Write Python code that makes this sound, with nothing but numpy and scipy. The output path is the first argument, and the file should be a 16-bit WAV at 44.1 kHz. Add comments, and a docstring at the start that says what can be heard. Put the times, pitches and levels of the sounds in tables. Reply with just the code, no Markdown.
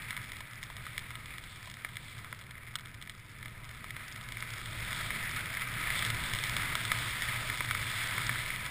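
"""Rushing air shakes a small plastic case with a microphone shut in it, on a fast ski run in deep powder.
The air gives a low rumble, from noise, and a hiss, from noise through the resonant modes of the shell.
Flying snow patters, ticks and thuds: short pushes ring the same modes; blunt lumps jolt the whole case.
The sound is sampled at 12 kHz and each sample is held, which mirrors it into the treble."""
import sys
import numpy as np
from scipy import signal
from scipy.fft import rfft, irfft
from scipy.io import wavfile

SR = 44100
rng = np.random.default_rng(int(sys.argv[2]) if len(sys.argv) > 2 else 0)


def to_linear_factor(level_db):
    """Convert decibel levels (scalar or array-like) to linear amplitude factors."""
    exponent = np.asarray(level_db, float) / 20
    return 10 ** exponent


def to_wav(sig):
    """Store sig (one row per channel, or 1-D mono) as 16-bit WAV at the path in sys.argv[1].

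    Samples outside -1..1 are clipped; the rate is SR.
    """
    pcm = np.clip(np.atleast_2d(sig), -1, 1) * 32767
    pcm = np.round(pcm).astype(np.int16)
    wavfile.write(sys.argv[1], SR, pcm.T)  # frames by channels


N = 383669

# rumble over the run, before gusts: start_s, level_db
RUMBLE_LEVEL = [(0, -48.5), (1.0, -49.5), (2.0, -51), (3.0, -52), (3.7, -48.5), (4.2, -50.5), (5.0, -42),
                (5.5, -44.5), (6.15, -39), (6.8, -42.5), (7.2, -44.5), (7.5, -43), (8.0, -45), (8.5, -43.5),
                (8.7, -45.5)]
# buffeting air spectrum: pitch_hz, gain_db on white noise
BUFFET_SPECTRUM = [(4, -5), (15, -5), (30, -3), (70, -5.5), (140, -10.5), (250, -21), (400, -33.5),
                   (800, -36), (1500, -60)]
# air flow over the run, before AIR_COUPLING_DB: start_s, hiss_db (middle, deep, low), upper_hiss_db (upper, top)
AIR_FLOW = [(0, -47.5, -58), (0.45, -49.5, -60.5), (0.95, -49, -59), (1.72, -52, -57.5), (2.3, -51, -56.5),
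            (2.6, -53, -67), (3.25, -55, -63.5), (3.8, -50, -59), (4.3, -47.5, -57), (4.65, -45, -50),
            (4.97, -38.5, -43.5), (5.3, -39.5, -47.5), (5.65, -41.5, -53), (5.98, -36.5, -40),
            (6.18, -38.5, -44), (6.78, -37.5, -43), (7.17, -39.5, -42), (7.5, -38.5, -44), (7.8, -41, -43),
            (8.15, -37.5, -42.5), (8.7, -41.5, -47)]
# shell modes in five groups (middle, deep, low, upper, top): pitch_hz, width_hz, gain_db
SHELL_MODES = [
    [(1733, 153, -4.5), (2033, 270, 0), (2274, 200, -2.5)],
    [(400, 740, -23.5), (639, 90, -14.5), (998, 77, -8.5)],
    [(1275, 101, -2.5), (1517, 226, -6.5)],
    [(2860, 150, -10.5), (3453, 545, 1.5), (4156, 63, -12)],
    [(4490, 350, -21), (5025, 580, -9), (5577, 290, -11)],
]
# drive of each group by air: gain_db for middle, deep, low, upper, top
AIR_COUPLING_DB = [13.74, 14.4, 13.83, 10.55, 9]
# drive of each group by small grains, against air: gain_db for middle, deep, low, upper, top
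PATTER_COUPLING_DB = [-0.5, -5.0, -1.5, 5, 8.5]
# drive of each group by a lump or tick: gain_db for middle, deep, low, upper, top
STRIKE_COUPLING_DB = [1.44, 6.1, 7.2, 7.16, 8.1]
# hard icy grains, before STRIKE_COUPLING_DB: start_s, upper_level_db, top_db (against upper)
ICE_TICKS = [(0.0206, -43.5, -13), (0.3671, -43, -12), (0.5422, -57, -2), (0.6357, -39.5, -5),
             (0.7665, -40, -11), (0.9917, -40, -11), (1.1539, -37, -26), (1.258, -42.5, -8),
             (1.3383, -45, -16), (1.4383, -42, -15), (1.657, -48, -5), (1.699, -43, -6), (1.7144, -46, -6),
             (1.7402, -42, -7), (1.8896, -45, -16), (1.956, -42, -27), (2.1809, -45.5, -11.5),
             (2.4121, -44, -19), (2.509, -41.5, -15), (2.7874, -43.5, -13), (2.808, -47, -6),
             (2.8574, -44, -13), (2.9432, -46.5, -9), (3.0146, -44.5, -15), (3.481, -45, -15),
             (3.6915, -44.5, -9), (4.081, -46, -1), (4.124, -47.5, 3.5), (4.1604, -42, -7),
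             (4.2115, -41.5, -16), (4.4049, -40, -6), (4.5043, -41, -4), (4.5361, -42, -4),
             (4.6578, -37.5, -14), (5.924, -37, -9), (5.9913, -31, -11), (6.238, -35, -17),
             (6.3576, -32, -17), (6.3874, -31, -15), (6.4378, -29.5, -6), (6.4954, -33.5, -4.5),
             (7.2865, -35, -26.5), (7.647, -34, -21.5), (7.9763, -36, -13), (8.2667, -40, 5)]
# tick colour against its upper modes: gain_db for middle, deep, low
TICK_COLOUR_DB = [3.5, -14, -9.5]
# loudest snow lumps, before STRIKE_COUPLING_DB: start_s, middle_level_db, then against it deep_db, low_db, upper_db
LARGE_LUMPS = [(0.1063, -25.5, -23, -16, -7.5), (0.1276, -32.5, -25.5, -6.5, -18),
               (0.166, -30, -20, -18, -7.5), (0.175, -29.5, -16, -12, -15), (0.3186, -34, -13, -19, -3.5),
               (0.4055, -35.5, -9, -20, -5), (0.629, -30.5, -22, -20, -9), (0.7009, -38.5, -1, -13, -6),
               (0.8659, -33, -18, -2.5, -12), (0.9789, -24, -23, -15.5, -8), (1.1054, -35, -15, -10, -8),
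               (1.382, -33, -22, -12, -8), (1.6737, -39.5, -2.5, -12, -4), (1.7688, -37, -19, -9, -17),
               (1.8472, -23, -19, -15, -17), (1.9684, -27.5, -34, -19, -10), (2.245, -36.5, -12, -9, -11),
               (2.3266, -29, -14, -7, -14), (2.755, -28, -18, -6, 1.5), (3.0244, -38, -22, -17, -1.5),
               (3.0737, -36, -19, -17, -12), (3.0959, -33.5, -24, -17, -3.5), (3.4276, -33, -23, -16, -12),
               (3.4575, -32, -17, -13, -14), (3.842, -37, -6, -6, -6), (3.906, -28, -27, -20, -12),
               (3.9649, -31, -15, -13, -12), (4.2875, -32, -23, -17, -8), (4.3216, -32, -19, -19, -4.5),
               (4.37, -26, -27, -16, -17), (4.4241, -26, -22, -11, -15), (4.9292, -29.5, -21, -15, -5),
               (5.1047, -21, -20, -19, -19), (5.5702, -22, -34, -20, -18), (5.6186, -24.5, -29, -15, -13),
               (5.8721, -22.5, -33, -24, -25), (5.903, -21.5, -33, -30, -12), (6.0234, -22, -29, -13, -11),
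               (6.0495, -29, -18, -9, 0.5), (6.1016, -26, -27, -18, -1.5), (6.3355, -25, -16, -12, -3),
               (6.566, -20.5, -15, -13, -8), (6.7528, -24, -10, -4, -1), (6.851, -26, -23, -9, -3.5),
               (6.9169, -15.5, -16, -11.5, -8.5), (7.2206, -24.5, -20, -20, -7),
               (7.4987, -21, -28, -19, -14), (7.6058, -19.5, -13.5, -11, -19),
               (7.7097, -21, -21, -5.5, -8.5), (7.749, -21, -35, -9.5, -13), (8.1795, -19, -16.5, -12, -15),
               (8.2928, -18.5, -16, -10, -26), (8.3564, -24.5, -21, -10, -20),
               (8.5026, -23.5, -29, -24, -27), (8.6626, -30, -22, -11, -2.5)]
# soft lumps that ring only the narrowest deep mode: start_s, level_db
SOFT_LUMPS = [(0.704, -44), (1.676, -42), (3.845, -43)]
# blunt lumps that jolt the whole case: start_s, level_db
BLUNT_LUMPS = [(1.847, -39), (2.326, -49), (7.605, -36), (8.179, -40)]

MOUNT_HZ, MOUNT_WIDTH_HZ, MOUNT_GAIN_DB = 113.6, 18.8, 4  # case swinging on its mount
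GUST_SPREAD_DB = 0.94
PATTER_PER_S, PATTER_SIZE_SCALE_DB = 100, 3.5  # rate before clumping
PATTER_BASE_DB, PATTER_YIELD = -12, 1.21  # against hiss; dB lost per dB the upper hiss gains
SMALL_PER_S, SMALL_OVER_HISS_DB, SMALL_SPREAD_DB = 30, 2.0, 4.5  # rate before clumping
SMALL_COLOUR_DB, COLOUR_SPREAD_DB = [1, -21.5, -10.5, -9.5, -13.5], 2.5  # per group, as the modes
TOP_UNDER_UPPER_DB = -11  # large lumps ring the top modes less than the upper ones
JOLT_HZ, JOLT_WIDTH_HZ = 380, 430


def rms_one(x):
    """Scale to unit rms."""
    return x / np.sqrt(np.mean(x ** 2) + 1e-20)


def drift(rate_hz):
    """Slow random drift, spread 1: noise through a double one-pole low-pass, at 1/20 rate."""
    r = np.exp(-40 * np.pi * rate_hz / SR)
    noise = rng.standard_normal(N // 20 + 4002)
    slow = signal.lfilter([1], [1, -2 * r, r * r], noise)[4000:]  # run-in dropped
    return np.interp(np.arange(N) / 20, np.arange(len(slow)), rms_one(slow))


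def resonance(x, hz, width_hz):
    """Two-pole resonance, peak gain 1."""
    r = np.exp(-np.pi * width_hz / SR)
    poles = [1, -2 * r * np.cos(2 * np.pi * hz / SR), r * r]
    return signal.lfilter([(1 - r * r) / 2, 0, (r * r - 1) / 2], poles, x)


def crumble(clicks, hz, lasts_s):
    """A contact is not instant: each click becomes a push at hz that swells and dies in milliseconds."""
    t = np.arange(256) / SR
    fade = t * np.exp(-t / lasts_s)
    return signal.oaconvolve(clicks, np.cos(2 * np.pi * hz * t) * fade / fade.sum())[:N]


def shell(drive):
    """Sum of the shell modes, in alternating polarity, each rung by drive(group, hz, width_hz)."""
    out, sign = np.zeros(N), 1
    for group, modes in enumerate(SHELL_MODES):
        for hz, width_hz, gain_db in modes:
            out += sign * to_linear_factor(gain_db) * resonance(drive(group, hz, width_hz), hz, width_hz)
            sign = -sign
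    return out


def rumble():
    """Buffeting air: falling noise spectrum, lifted where the case swings on its mount; gusty level."""
    hz, gain_db = np.transpose(BUFFET_SPECTRUM)
    bins_hz = np.maximum(np.fft.rfftfreq(N, 1 / SR), 1)
    bin_gain = to_linear_factor(np.interp(np.log(bins_hz), np.log(hz), gain_db))
    buffet = irfft(rfft(rng.standard_normal(N)) * bin_gain, N)
    swing = resonance(rng.standard_normal(N), MOUNT_HZ, MOUNT_WIDTH_HZ)
    level_db = np.interp(np.arange(N) / SR, *np.transpose(RUMBLE_LEVEL)) + GUST_SPREAD_DB * drift(3.6)
    return to_linear_factor(level_db) * rms_one(buffet + to_linear_factor(MOUNT_GAIN_DB) * swing)


def flow_db(group, hiss_db, upper_db):
    """Air drive of a group: the upper and top groups follow the upper hiss."""
    return AIR_COUPLING_DB[group] + (hiss_db if group < 3 else upper_db)


def air_hiss(hiss_db, upper_db):
    """Air noise drives every shell mode, with shared flutter and a slow drift per mode."""
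    flutter_db = 0.47 * drift(3.6) + 1.0 * drift(63)

    def drive(group, hz, width_hz):
        level_db = flow_db(group, hiss_db, upper_db) + flutter_db + 1.8 * drift(4.0)
        return to_linear_factor(level_db) * rng.standard_normal(N)
    return shell(drive)


def patter(hiss_db, upper_db):
    """Fine snow in clumps, few large grains among many small, each with its own strength per mode."""
    at = np.flatnonzero(rng.random(N) < PATTER_PER_S * to_linear_factor(2.5 * drift(15)) / SR)
    size_db = PATTER_SIZE_SCALE_DB * np.minimum(-np.log(1 - rng.random(len(at))), 2.6)
    size = to_linear_factor(size_db) * np.sign(rng.random(len(at)) - .5)
    # where a grain lands favours some groups
    spot_db = 3.3 * rng.standard_normal((len(SHELL_MODES), len(at)))
    patter_db = PATTER_BASE_DB + PATTER_YIELD * (hiss_db - upper_db)

    def drive(group, hz, width_hz):
        grains = np.zeros(N)
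        grains[at] = size * to_linear_factor(spot_db[group] + 1.0 * rng.standard_normal(len(at)))
        level_db = flow_db(group, hiss_db, upper_db) + patter_db + PATTER_COUPLING_DB[group]
        return to_linear_factor(level_db) * crumble(rms_one(grains), hz, lasts_s=0.00016)
    return shell(drive)


def strike(start_s, group_db):
    """Each contact lands, then sheds three weaker crumbs; all ring the shell, unevenly per mode."""
    count = len(start_s)
    draw = rng.random((count, 3, 3))
    late_s = np.c_[np.zeros(count), .0016 + .005 * draw[..., 0] ** 2]
    weaker_db = np.c_[np.zeros(count), -11.0 - 9.0 * draw[..., 1]]
    signs = np.c_[np.ones(count), np.sign(draw[..., 2] - .5)].ravel()
    at = np.round((start_s[:, None] + late_s) * SR).astype(int).ravel()
    contact_db = (group_db + STRIKE_COUPLING_DB)[:, None] + weaker_db[..., None]
    contact_db = contact_db.reshape(len(at), -1)

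    def drive(group, hz, width_hz):
        loudest_mode_db = np.max(SHELL_MODES[group], axis=0)[-1]
        clicks = np.zeros(N)
        clicks[at] = signs * to_linear_factor(contact_db[:, group] - loudest_mode_db)
        clicks[at] *= to_linear_factor(1.07 * rng.standard_normal(N))[at]
        # narrow modes take less of a blow and ring longer
        return crumble(clicks, hz, lasts_s=0.0002) * SR / (np.pi * np.sqrt(250 * width_hz))
    return shell(drive)


def small_lumps(hiss_db):
    """Random smaller lumps, in clumps, as strong as the flow, each with its own colour."""
    usable = N - SR // 100  # room for the crumbs
    chance = SMALL_PER_S * to_linear_factor(3.0 * drift(4.0))[:usable] / SR
    at = np.flatnonzero(rng.random(usable) < chance)
    draw = np.clip(rng.standard_normal((len(at), 6)), -2, 1.3)
    level_db = hiss_db[at] + SMALL_OVER_HISS_DB + SMALL_SPREAD_DB * draw[:, 0]
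    return strike(at / SR, level_db[:, None] + SMALL_COLOUR_DB + COLOUR_SPREAD_DB * draw[:, 1:])


def ice_ticks():
    """Hard icy grains strike the shell and ring mostly its treble modes."""
    start_s, upper_level_db, top_db = np.transpose(ICE_TICKS)
    colour_db = np.c_[np.tile([*TICK_COLOUR_DB, 0], (len(start_s), 1)), top_db]
    return strike(start_s, upper_level_db[:, None] + colour_db)


def large_lumps():
    """The loudest lumps of snow strike the shell, each with its own balance of modes."""
    start_s, middle_level_db, deep_db, low_db, upper_db = np.transpose(LARGE_LUMPS)
    colour_db = np.c_[np.zeros(len(start_s)), deep_db, low_db, upper_db, upper_db + TOP_UNDER_UPPER_DB]
    return strike(start_s, middle_level_db[:, None] + colour_db)


def thump(rows, hz, width_hz, lasts_s):
    """A push at each row's time rings one resonance."""
    start_s, level_db = np.transpose(rows)
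    clicks = np.zeros(N)
    clicks[(start_s * SR).astype(int)] = to_linear_factor(level_db) * SR / (np.pi * width_hz)
    return resonance(crumble(clicks, hz, lasts_s), hz, width_hz)


def soft_tocks():
    """Soft lumps press longer, so ring only the narrowest deep mode."""
    hz, width_hz, _ = SHELL_MODES[1][-1]
    return thump(SOFT_LUMPS, hz, width_hz, lasts_s=.0012)


def jolts():
    """Blunt lumps push the whole case: one damped thump each."""
    return thump(BLUNT_LUMPS, JOLT_HZ, JOLT_WIDTH_HZ, lasts_s=.00015)


def scene():
    """Rumble, hiss and snow follow the speed of the run."""
    start_s, *levels = np.transpose(AIR_FLOW)
    hiss_db, upper_db = [np.interp(np.arange(N) / SR, start_s, level) for level in levels]
    mix = rumble() + air_hiss(hiss_db, upper_db) + patter(hiss_db, upper_db)
    mix += small_lumps(hiss_db) + ice_ticks() + large_lumps()
    mix += soft_tocks() + jolts()
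    return mix[None]


def top_cut(x):
    """Nothing passes above the cut-off."""
    return signal.sosfilt(signal.butter(12, 16490, fs=SR, output="sos"), x)


def record(dry):
    """Steep but shallow low-pass, 12 kHz sampling, each sample held four times over, then a top cut."""
    smooth = signal.sosfilt(signal.cheby2(4, 10, 5850, fs=SR, output="sos"), dry)
    sampled = signal.resample_poly(smooth, 160, 147, axis=1)[:, ::4]  # 48 kHz, every fourth kept
    held = np.repeat(sampled, 4, axis=1)
    back = signal.resample_poly(held, 147, 160, axis=1)[:, :N]
    back = np.pad(back, ((0, 0), (0, N - back.shape[1])))
    mix = signal.sosfilt(signal.ellip(10, .3, 33, 15280, fs=SR, output="sos"), back)
    return top_cut(mix)


dry = scene()
out = record(dry)
to_wav(out)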